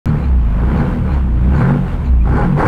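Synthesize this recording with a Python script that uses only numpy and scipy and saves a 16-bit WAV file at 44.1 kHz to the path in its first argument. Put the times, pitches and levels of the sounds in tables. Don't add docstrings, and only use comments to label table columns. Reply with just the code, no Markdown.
import sys
import numpy as np
from scipy import signal
from scipy.fft import rfft, irfft, next_fast_len
from scipy.io import wavfile
from scipy.ndimage import uniform_filter1d, minimum_filter1d, map_coordinates

SR = 44100
rng = np.random.default_rng(int(sys.argv[2]) if len(sys.argv) > 2 else 0)


def gain_from_db(level_db):
    decades = np.asarray(level_db, float) / 20
    return 10 ** decades


def output_pcm(signal):
    pcm = np.clip(np.atleast_2d(signal).T, -1, 1) * 32767
    wavfile.write(sys.argv[1], SR, np.round(pcm).astype(np.int16))


N = 117747


def unit(x):
    return x / np.sqrt(np.mean(x ** 2) + 1e-20)


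def curves(rows):
    time_s, *columns = np.transpose(rows)
    return [np.interp(np.arange(N) / SR, time_s, column) for column in columns]


def wobble(rate_hz):
    knots = rng.standard_normal(400)
    return map_coordinates(knots, [np.arange(N) * rate_hz / SR], mode="mirror")


def filtered(x, response):
    m = next_fast_len(N + SR // 2)
    return irfft(rfft(x, m) * response(np.fft.rfftfreq(m, 1 / SR)), m)[:N]


def ringing(modes):
    def response(f):
        total = 0
        for k, (centre, width, db) in enumerate(modes):
            damping = 1j * f * width
            total = total + (-1) ** k * gain_from_db(db) * damping / (centre * centre - f * f + damping)
        return total
    return response


def colour(points):
    hz, db = np.transpose(points)

    def response(f):
        gain = gain_from_db(np.interp(np.log(f + 1), np.log(hz + 1), db))
        return gain / (1 + (hz[0] / (f + 1)) ** 4)
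    return response


def patchy(patchy_db):
    z = signal.stft(rng.standard_normal(N + 512), nperseg=512)[2]
    field = uniform_filter1d(rng.standard_normal(z.shape), size=5, axis=0)
    field = uniform_filter1d(field, size=6, axis=1)
    return signal.istft(z * gain_from_db(patchy_db * unit(field)), nperseg=512)[1][:N]


# freq_hz [Hz], density_db [dB per Hz]
BELT_SPECTRUM = [(3000, 0.5), (5000, -4), (8500, -2), (12000, -14), (15500, -9)]
HISS_DB, HISS_PER_OCTAVE_DB = -64.5, 9


def belt_hiss(firing_hz):
    octaves = np.log2(firing_hz / firing_hz.mean())
    hiss = unit(filtered(patchy(2.0), colour(BELT_SPECTRUM)))
    return gain_from_db(HISS_DB + HISS_PER_OCTAVE_DB * octaves) * hiss


def rattle(spells, modes):
    t = np.arange(N) / SR
    shaken = 0
    for start_s, length_s, db in spells:
        progress = np.clip((t - start_s) / length_s, 0, 1)
        shaken = shaken + gain_from_db(db) * np.sqrt(np.abs(np.sin(np.pi * progress)))
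    chatter = rng.standard_normal(N) * gain_from_db(3 * wobble(140))
    return filtered(shaken * chatter, ringing(modes)) / np.std(filtered(chatter, ringing(modes)))


# start_s [s], length_s [s], level_db [dB]
SQUEAK_SPELLS = [
    (.45, .1, -53),
    (1.36, .08, -55),
    (2.18, .075, -50),
]
# freq_hz [Hz], width_hz [Hz], level_db [dB]
MOUNT_MODES = [(2444, 36, 0)]


def mount_squeak():
    return rattle(SQUEAK_SPELLS, MOUNT_MODES)


# start_s [s], length_s [s], level_db [dB]
BRACKET_SPELLS = [(.055, .05, -45), (.19, .1, -50), (.77, .05, -45), (1.095, .055, -43.5),
                  (1.575, .05, -42), (2.055, .045, -46)]
# freq_hz [Hz], width_hz [Hz], level_db [dB]
BRACKET_MODES = [(2385, 55, 0), (4097, 55, -7)]


def bracket_ring():
    return rattle(BRACKET_SPELLS, BRACKET_MODES)


# start_s [s], length_s [s], level_db [dB]
TRIM_SPELLS = [(.055, .04, -53), (.24, .06, -60), (.76, .05, -54), (1.12, .07, -56), (1.54, .06, -53),
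               (2.035, .05, -56), (2.355, .06, -53), (2.58, .06, -55)]
# freq_hz [Hz], width_hz [Hz], level_db [dB]
TRIM_MODES = [(4435, 44, 2.5), (6148, 40, -7), (6939, 26, -4.5)]


def trim_buzz():
    return rattle(TRIM_SPELLS, TRIM_MODES)


# time_s [s], intake roar level_db [dB]
THROTTLE_CURVE = [(.06, -30.5), (.4, -40.5), (.62, -32.5), (.8, -25.5), (1, -35), (1.17, -33.5),
                  (1.24, -41.5), (1.5, -33.5), (1.6, -20.5), (1.7, -21.5), (1.82, -36.5), (2.06, -37),
                  (2.22, -44), (2.27, -29.5), (2.42, -19), (2.555, -35.5), (2.59, -18), (2.67, -12)]
# freq_hz [Hz], width_hz [Hz], level_db [dB over the roar's colour]
DUCT_MODES = [(410, 82, 4.5), (522, 13, 12.5), (815, 80, 15.5), (1140, 57, -4.5), (1352, 30, -16),
              (1970, 190, 6.5), (2280, 88, 15), (4470, 250, 8), (8500, 950, 1)]
# freq_hz [Hz], density_db [dB per Hz]
ROAR_SPECTRUM = [(250, 10.5), (800, -10.5), (1500, 0), (2100, -23.5), (3200, -42), (5500, -37.5),
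                 (8500, -43.5), (15500, -52.5)]
# freq_hz [Hz], density_db [dB per Hz]
WHIRR_SPECTRUM = [(280, -2.5), (600, -5), (1000, -5.5), (1600, -14), (2700, -19.5), (4200, -32.5),
                  (6000, -42), (15500, -47.5)]
GULP_SHARE = 0.33
PATCH_DB = 1.1
ROAR_DB, ROAR_FLUTTER_DB = 1.5, 1.2
WHIRR_DB, WHIRR_FLUTTER_DB, WHIRR_GROWS = -33, 1, 0.45


def intake(turns, roar_db):
    gulp = 1 - GULP_SHARE + GULP_SHARE * 2 * np.exp(-2.5 * (turns % 1))

    def duct(f):
        return colour(ROAR_SPECTRUM)(f) * (0.46 + np.abs(ringing(DUCT_MODES)(f)))

    open_db = roar_db - 8.5 / (1 + gain_from_db(5.4 * (roar_db + 36)))
    flutter_db = ROAR_FLUTTER_DB * (wobble(23.985) + wobble(55))
    roar = unit(filtered(gulp * patchy(PATCH_DB), duct)) * gain_from_db(open_db + ROAR_DB + flutter_db)

    swell_db = WHIRR_GROWS * (roar_db - roar_db.mean()) + WHIRR_FLUTTER_DB * wobble(17)
    whirr = unit(filtered(gulp * patchy(PATCH_DB), colour(WHIRR_SPECTRUM)))
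    return roar + whirr * gain_from_db(WHIRR_DB + swell_db)


# freq_hz [Hz], width_hz [Hz], level_db [dB]
CABIN_MODES = [(28.7, 9.5, 0), (64.8, 13.4, 0), (118.5, 16.3, -2), (142.6, 13.8, 1), (185.7, 13.2, -1),
               (239.5, 7.1, 0.5), (310, 15, -9), (389, 38, -17), (442, 7.3, -8), (499, 9.1, -6.5)]
PULSE_HZ = 240


def cabin(f):
    return ringing(CABIN_MODES)(f) / (1 + 1j * f / PULSE_HZ) ** 2


DRUM_DB, DRUM_GROWS = -19.5, 0.55


def panels(roar_db):
    shake_db = DRUM_GROWS * (roar_db - roar_db.mean()) + 2.5 * wobble(8.5)
    shake = gain_from_db(shake_db) * rng.standard_normal(N)
    return gain_from_db(DRUM_DB) * unit(filtered(shake, cabin))


CYLINDER_SIZES = [0.96, 0.77, 1.19, 0.38]
EXHAUST_DB = -25
SCATTER_DB, JITTER = 6, 0.037


def exhaust(turns, firing_db):
    at = np.flatnonzero(np.diff(np.floor(turns)))
    luck = rng.standard_normal((len(at), 2))
    late = JITTER * luck[:, 0] * np.gradient(at)
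    size = np.resize(CYLINDER_SIZES, len(at)) * gain_from_db(SCATTER_DB * luck[:, 1])
    sample = np.clip(np.round(at + late), 0, N - 1).astype(int)
    blows = np.bincount(sample, size, N)
    return gain_from_db(EXHAUST_DB) * unit(filtered(blows * gain_from_db(firing_db), cabin))


# multiple of the firing rate [ratio], level_db [dB]
ORDER_LEVELS = [(1.5, -4), (2, -6.5), (2.5, -9.5), (3, -8), (3.5, -9.5), (4, -14), (4.5, -10), (5, -12.5),
                (5.5, -14.5), (6, -11), (7, -15.5)]
TONE_DB, TONE_WAVER_DB = -9.5, 3
HALF_DB, NOTE_WAVER_DB = -5.5, 1.4


def orders(turns, firing_hz, note_db, others_db):
    def line(multiple, boom_multiple):
        boom = np.abs(ringing(CABIN_MODES)(boom_multiple * firing_hz))
        return boom * np.sin(2 * np.pi * (multiple * turns + rng.random()))

    others = 0
    for multiple, db in ORDER_LEVELS:
        others = others + gain_from_db(db + TONE_WAVER_DB * wobble(14)) * line(multiple, multiple)
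    note = line(1, 1) + gain_from_db(HALF_DB) * line(0.5, 0.71)
    note = note * gain_from_db(note_db + NOTE_WAVER_DB * wobble(21.66))
    return gain_from_db(TONE_DB) * (note + gain_from_db(others_db) * others)


# time_s [s], firing_hz [Hz], firing note_db [dB], other orders others_db [dB]
ENGINE_CURVE = [(.06, 78.7, 3, 4.5), (.23, 69.6, -7.5, -7), (.3, 66.14, 4, -3.5), (.53, 49.36, 2.5, -3.5),
                (.77, 70.25, -1, 1), (.88, 86.12, -3, -1.5), (1.17, 66.84, 0.5, -6.5),
                (1.37, 55.87, 0.5, -1), (1.58, 72.06, 2.5, 3), (1.65, 88.16, -16, 4.5),
                (1.75, 97.6, -13, 3), (1.95, 79.8, 0.5, -15), (2.04, 72.16, -6.5, -14.5),
                (2.1, 65.03, 4, -8.5), (2.26, 53.3, 5, -2), (2.37, 71.1, -2, 2), (2.5, 90.9, -15, -1),
                (2.67, 111.7, 4, 0)]


def scene():
    firing_hz, note_db, others_db = curves(ENGINE_CURVE)
    roar_db, = curves(THROTTLE_CURVE)
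    turns = np.cumsum(firing_hz) / SR
    background = belt_hiss(firing_hz) + mount_squeak() + bracket_ring() + trim_buzz()
    engine = panels(roar_db) + exhaust(turns, others_db)
    engine = engine + orders(turns, firing_hz, note_db, others_db)
    return (background + intake(turns, roar_db) + engine)[None]


def low_pass(x):
    return signal.sosfilt(signal.butter(12, 15720, fs=SR, output="sos"), x)


SQUEEZE, SQUEEZE_S, USUAL_DB = 0.35, 0.08, -13
LIMIT, HOLD_S, GLIDE_S = 0.69, 0.012, 0.008
START_S, TOP_HZ = 0.0575, 15700
SWITCH_ON, SETTLE_S = -0.22, 0.006


def record(dry):
    power = np.abs(uniform_filter1d(dry ** 2, int(SQUEEZE_S * SR), axis=1)) + 1e-4
    dry = dry * gain_from_db(-SQUEEZE * (10 * np.log10(power) - USUAL_DB))

    need = np.minimum(1, LIMIT / (np.abs(dry) + 1e-9))
    held = minimum_filter1d(need, int(HOLD_S * SR), axis=1)
    gain = uniform_filter1d(held, int(GLIDE_S * SR), axis=1)

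    band = filtered((dry * gain)[0], lambda f: (f < TOP_HZ) / (1 + (18 / (f + 1e-3)) ** 4))
    since = np.arange(N) / SR - START_S
    settling = np.exp(-np.abs(since) / SETTLE_S)
    band = band * (1 - settling) + SWITCH_ON * settling
    return low_pass((band * (since >= 0))[None])


dry = scene()
out = record(dry)
output_pcm(out)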